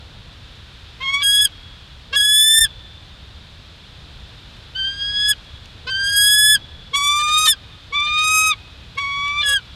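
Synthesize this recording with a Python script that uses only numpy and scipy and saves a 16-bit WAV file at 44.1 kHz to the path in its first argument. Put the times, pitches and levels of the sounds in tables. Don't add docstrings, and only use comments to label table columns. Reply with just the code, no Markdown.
import sys
import numpy as np
from scipy import signal
from scipy.fft import rfft, irfft, next_fast_len
from scipy.io import wavfile
from scipy.ndimage import map_coordinates

SR = 44100
rng = np.random.default_rng(int(sys.argv[2]) if len(sys.argv) > 2 else 0)


def generate_wav(signal):
    frames = np.transpose(np.atleast_2d(signal))
    scaled = np.clip(frames, -1, 1) * 32767
    pcm = np.round(scaled).astype(np.int16)
    wavfile.write(sys.argv[1], SR, pcm)


N = 429975

# ends_db, middle_db (both for harmonic 1), beside_db (see harmonic_levels)
NOTE_SHAPES = [ (1053.5, 1151, 2, 0, 0.29, -17.5, -8.5, -16, -5),
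               (1630.4, 1703, 0.5, .036, 0.11, -18.5, -13, -14, -15.5),
               (1644.6, 1799, 11.5, .04, 0.9, -18.5, -6.5, -15, -15),
               (1533, 1694, 23.5, .025, .03, -18.5, -5.5, -12, -10),
               (1530, 1722, 33.5, .042, 0.85, -19, -3.5, -7.5, -9.5),
               (1119.7, 1260, 3.5, 0.0025, 0.087, -22, -7.5, -1.5, -7.5),
               (1780, 1830, 10.5, .055, 0.3, -17, -10.5, -19, -12.5),
               (1138.6, 1265, 44, 0.053, 0.051, -20, -6, -6, -3.5),
               (1118.5, 1191, -21.5, 0.0045, 0.16, -19, -9.5, -5, -4),
               (1714, 1702, -41, .069, 0.3, -19, -6.5, -4.5, -19.5), ]
# time_s, effort_db, throat_db
NOTE_EFFORTS = [
    [(1.005, -28.5, -43), (1.017, -26, -34), (1.099, -17.5, -22), (1.119, -21, -35), (1.145, -14.5, -19.5),
     (1.211, -22.5, -31), (1.225, -20.5, -15)],
    [(1.218, -19, -25), (1.234, -14.5, -15), (1.424, -13, -14), (1.456, -13.5, -15), (1.476, -32.5, -37.5)],
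    [(2.13, -22, -27), (2.164, -15, -16.5), (2.4, -12.5, -13), (2.524, -13.5, -13.5), (2.59, -8, -16),
     (2.602, -16, -23.5), (2.614, -7.5, -15.5), (2.652, -12.5, -14.5), (2.668, -31.5, -33)],
    [(4.752, -31, -29), (4.782, -27.5, -24), (4.878, -25.5, -20.5), (4.964, -27.5, -39.5),
     (5.02, -23, -21.5), (5.128, -24, -26), (5.17, -19.5, -20), (5.318, -13.5, -17), (5.338, -37.5, -33)],
    [(5.872, -21.5, -37), (5.882, -23.5, -28.5), (5.95, -21, -22.5), (6.022, -17.5, -32.5),
     (6.08, -15.5, -22), (6.116, -17, -28), (6.178, -13, -16), (6.554, -12, -14.5), (6.575, -32, -33)],
    [(6.935, -21.5, -28.5), (6.949, -17, -17), (6.999, -17.5, -27), (7.101, -17.5, -15), (7.149, -18, -24),
     (7.301, -18.5, -25.5), (7.349, -17.5, -15.5), (7.451, -16.5, -22.5), (7.474, -14, -17)],
    [(7.472, -12, -18.5), (7.486, -11, -11), (7.518, -10.5, -13), (7.543, -21.5, -32.5)],
    [(7.927, -23, -33.5), (7.961, -20, -20.5), (8.115, -20, -26), (8.191, -17.5, -19.5), (8.367, -14, -32),
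     (8.449, -15.5, -25.5), (8.497, -15, -27), (8.519, -16.5, -20), (8.542, -31, -37)],
    [(8.974, -24.5, -42), (8.984, -18, -28), (9.066, -22.5, -37), (9.152, -23, -28.5),
     (9.262, -19.5, -29.5), (9.342, -21.5, -36.5), (9.41, -18, -19), (9.436, -34, -30.5)],
    [(9.43, -25.5, -24.5), (9.462, -15.5, -18.5), (9.504, -15, -20), (9.572, -17, -19), (9.598, -30, -39)],
]


def amp(db):
    return 10 ** (np.asarray(db) / 20)


def along(points, hz):
    freqs, values = np.transpose(points)
    return np.interp(np.log(hz + 1), np.log(freqs), values)


def wobble(rate, size):
    values = rng.standard_normal(int(size * rate / SR) + 4)
    return map_coordinates(values, [np.arange(size) * rate / SR])


def filtered(x, response):
    padded = next_fast_len(len(x) + 8192)
    return irfft(rfft(x, padded) * response(np.fft.rfftfreq(padded, 1 / SR)), padded)[:len(x)]


def noise(spectrum, size):
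    x = filtered(rng.standard_normal(size), lambda hz: amp(along(spectrum, hz)))
    return x / np.sqrt(np.mean(x ** 2) + 1e-20)


def add(track, start_s, sound):
    part = track[round(start_s * SR):][:len(sound)]
    part += sound[:len(part)]


def gate(t, start, end, ramp):
    return np.sin(np.pi / 2 * np.clip(np.minimum(t - start, end - t) / ramp + .5, 0, 1)) ** 2


def arch(progress):
    return 4 * progress * (1 - progress)


def background():
    # freq_hz, level_db
    rumble_tone = [(12, -50.5), (20, -11.5), (48, -3.5), (65, 0.5), (123, -7), (229, -18.5), (279, -20),
                   (381, -24), (503, -23.5), (1000, -27), (1300, -59), (2200, -120)]
    hiss_tone = [(590, -29), (1000, -8), (1480, -5), (2190, -9), (2400, -6), (2850, -5.5), (3580, 0.5),
                 (5360, -14.5), (5810, -19), (6980, -22), (13000, -36), (14600, -38.5), (15600, -66.5)]
    # time_s, gain_db
    dip = [(2.25, 0), (2.4, -5.5), (2.5, -8.5), (2.6, 0.5)]
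    t = np.arange(N) / SR
    rumble = amp(-42 + .7 * wobble(3.265, N)) * noise(rumble_tone, N)
    hiss = amp(-46 + .9 * wobble(.87, N)) * noise(hiss_tone, N)
    bump = amp(-29) * gate(t, 2.61, 2.665, .024)
    bump *= noise([(15, -11), (35, 2), (90, -8), (250, -30), (1000, -91)], N)
    return (rumble + hiss) * amp(np.interp(t, *np.transpose(dip))) + bump


def twigs():
    # start_s, relative_level_db
    ticks = [(4.5687, -50), (5.4456, -49), (5.6574, -42), (8.9536, -47), (9.2799, -33)]
    tone = [(500, -15), (3000, 17.5), (12000, -8), (15500, -13.5)]
    track, t = np.zeros(N), np.arange(SR // 20) / SR
    for start_s, level_db in ticks:
        add(track, start_s, amp(level_db + 4 - 60 * t / .021) * noise(tone, len(t)))
    return track


def forest_echo(voice, delay_s=.17, build_s=.12):
    # freq_hz, fade_s
    fade_times = [(500, 0.28), (3400, 1), (12000, 0.1)]
    hz, t, spectrum = signal.stft(rng.standard_normal(SR), SR, nperseg=256)
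    fade = amp(-60 * t / along(fade_times, hz)[:, None])
    tail = signal.istft(spectrum * fade, SR, nperseg=256)[1]
    tail *= np.minimum(np.arange(len(tail)) / SR / build_s, 1)
    echo = np.zeros(N)
    add(echo, delay_s, signal.fftconvolve(voice, tail / np.linalg.norm(tail)))
    tone = [(1700, -5.5), (3500, -1.5), (6000, -21), (12000, -29)]
    return filtered(echo, lambda hz: amp(along(tone, hz)))


def trunk_echoes(voice):
    echoes = np.zeros(N)
    for delay_s, db in [(.009, -29.5), (.017, -25)]:
        add(echoes, delay_s, amp(db) * voice)
    return filtered(echoes, lambda hz: amp(along([(4000, 4.5), (12000, -7.5)], hz)))


def hoarseness(t, lead_s=.014, hold_s=.028):
    # start_s, end_s, relative_depth (0-1)
    stretches = [(5.218, 5.314, 0.02), (7.192, 7.225, .13), (7.272, 7.3, .15), (7.311, 7.47, .04),
                 (8.03, 8.248, .055), (8.27, 8.505, 0.02), (9.252, 9.336, 0.04), (9.464, 9.545, 0.36)]
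    starts = [effort[0][0] for effort in NOTE_EFFORTS]
    openings = sum(depth * gate(t, start - lead_s, start + hold_s, .014)
                   for (_, _, _, _, depth, *_), start in zip(NOTE_SHAPES, starts))
    patches = sum(depth * gate(t, start, end, .022) for start, end, depth in stretches)
    return openings + patches * amp(3.5 * wobble(37.4, len(t)))


def breath(shrill_db, rasp):
    # freq_hz, level_db
    air_tone = [(300, -42.5), (900, -24.5), (2200, -12.5), (3200, -28.5), (5000, -1), (8500, 1.5),
                (13000, -4.5), (15500, -36)]
    return amp(shrill_db - 26) * (1 + 2 * rasp) * noise(air_tone, len(rasp))


def growl(level_db, rasp):
    throat_tone = [(2200, -39), (2800, -16.5), (3000, -3.5), (3400, -1.5), (4200, -10), (5200, -30)]
    return amp(level_db) * np.clip(rasp + .069, 0, .25) * noise(throat_tone, len(rasp))


def glide(age, progress, first_hz, last_hz, arch_hz, scoop, settle_s=.07, swing_hz=13.5):
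    path_hz = first_hz + (last_hz - first_hz) * progress + arch_hz * arch(progress)
    return path_hz * (1 - scoop * np.exp(-(age / settle_s) ** 2) * np.cos(2 * np.pi * swing_hz * age))


def harmonic_levels(effort_db, throat_db, colour, low, progress, falling, unsteady):
    shrill_from_db, ends_db, middle_db, beside_db = colour
    size = len(progress)
    late_arch = arch(progress ** 1.4)
    first = effort_db + ends_db + (middle_db - ends_db) * late_arch + .3 * wobble(8.2, size)
    beside = effort_db + beside_db + .3 * wobble(8.2, size)
    trembling_db = effort_db + .73 * wobble(80, size)
    forced = np.clip((trembling_db - shrill_from_db) / 6, 0, 1)
    shrill = effort_db - 26.5 + 22 * forced - 5 * falling
    second, third = (beside, throat_db) if low else (throat_db, beside)
    return [db + 2.5 * unsteady * wobble(90, size) for db in (first, second, third, shrill)]


def overtones(t, phase, pitch, shrill_db, shrill_tone, top_harmonic, converter_hz=32000):
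    k = np.arange(4, top_harmonic + 1)[:, None]
    hz = k * pitch
    db_per_octave = np.minimum(shrill_db + 16.5, 0)
    flutter_db = np.array([.65 * wobble(9.88, len(t)) + 1.6 * wobble(70, len(t)) for _ in k])
    gains = amp(along(shrill_tone, hz) + db_per_octave * np.log2(k) + flutter_db)
    treble = hz.mean(axis=1) > 5300
    gains /= np.linalg.norm(gains[treble], axis=0)
    angle = np.where(hz > converter_hz / 2, 2 * np.pi * converter_hz * t - k * phase, k * phase)
    return amp(shrill_db) * np.sum(gains * np.sin(angle), axis=0)


def two_sides(pitch, rasp, other_ratio, other_drift, pull, chaos):
    size = len(pitch)
    phase = 2 * np.pi * np.cumsum(pitch) / SR
    other_hz = pitch * other_ratio * (1 + other_drift * wobble(400, size))
    other = 2 * np.pi * np.cumsum(other_hz) / SR
    beat = other - phase
    shake = pull * (np.sin(beat) - .24 * np.sin(other)) + chaos * wobble(1300, size)
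    swell = 1 + rasp * (.43 * np.cos(beat) + .22 * np.cos(other))
    return phase + rasp * shake, swell


def squeal_note(note, effort, scoop, low, shrill_tone, top_harmonic, growl_db, shimmer_db, **sides):
    first_hz, last_hz, arch_hz, fall_s, _, *colour = note
    times, *levels = np.transpose(effort)
    start, end = times[0], times[-1]
    t = np.arange(start - .01, end + .01, 1 / SR)
    size = len(t)
    age, left = t - start, np.maximum(end - t, 0)
    progress = np.clip(age / (end - start), 0, 1)
    falling = (np.maximum(fall_s - left, 0) / (fall_s + 1e-9)) ** 2
    pitch = glide(age, progress, first_hz, last_hz, arch_hz, scoop) * (1 - .15 * falling)
    unsteady = np.exp(-np.minimum(age, left) / .11)
    effort_db, throat_db = [np.interp(t, times, db) for db in levels]
    *main_db, shrill_db = harmonic_levels(effort_db, throat_db, colour, low, progress, falling, unsteady)
    gives_out = fall_s > .005
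    crack = gives_out * np.clip(1 - left / .025, 0, 1)
    pitch *= 1 + (.001 + .0075 * crack) * wobble(140, size) + .0021 * wobble(900, size)
    rasp = hoarseness(t) + .36 * crack ** 2
    phase, swell = two_sides(pitch, rasp, **sides)
    swell *= amp((shimmer_db + 3.3 * crack) * wobble(129.9, size))
    flicker_db = np.clip(.071 * (-23 - np.array(main_db)), .2, 2)
    body = sum(amp(db + depth * wobble(70, size)) * np.sin(k * phase)
               for k, (db, depth) in enumerate(zip(main_db, flicker_db), 1))
    shrill = overtones(t, phase, pitch, shrill_db, shrill_tone, top_harmonic)
    whistle = np.sqrt(2) * swell * (body + shrill)
    sound = whistle + breath(shrill_db, rasp) + growl(np.max(main_db, axis=0) + growl_db, rasp)
    return t[0], sound * gate(t, start, end, ramp=.015)


def eagle(high_from_hz=1400, grunt_lead_s=.027):
    # freq_hz, level_db
    low_tone = [(4800, -2), (6300, 7), (7500, 6.5), (8800, 6.5), (10200, 2), (12600, -1), (14000, -8.5),
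                (15400, -26)]
    high_tone = [(6700, -7), (8500, 1.5), (10400, -0.5), (12000, -7), (13700, -13), (15400, -30),
                 (19000, -28.5), (22000, -26.5), (27000, -39.5)]
    low_voice = dict(shrill_tone=low_tone, top_harmonic=12, growl_db=-7, shimmer_db=-.1,
                     other_ratio=1.47, other_drift=.025, pull=.96, chaos=.14)
    high_voice = dict(shrill_tone=high_tone, top_harmonic=16, growl_db=-21, shimmer_db=.4,
                      other_ratio=.688, other_drift=.003, pull=.61, chaos=.05)
    track, t = np.zeros(N), np.arange(SR // 25) / SR
    grunt = np.hanning(len(t)) * np.sin(2 * np.pi * (430 + 1200 * t) * t)
    last_end = 0
    for note, effort in zip(NOTE_SHAPES, NOTE_EFFORTS):
        start, first_db, _ = effort[0]
        from_silence = start - last_end > .1
        scoop = .021 * from_silence
        low = note[0] < high_from_hz
        add(track, *squeal_note(note, effort, scoop, low, **(low_voice if low else high_voice)))
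        if from_silence:
            add(track, start - grunt_lead_s, amp(first_db - 20) * grunt)
        last_end = effort[-1][0]
    return track


def scene():
    voice = eagle()
    return (voice + trunk_echoes(voice) + amp(-37.3) * forest_echo(voice) + twigs() + background())[None]


def record(dry):
    ceiling, top_hz = .78, 15780
    rounded = dry / (1 + (dry / ceiling) ** 8) ** (1 / 8)
    return np.array([filtered(channel, lambda hz: hz < top_hz) for channel in rounded])


dry = scene()
out = record(dry)
generate_wav(out)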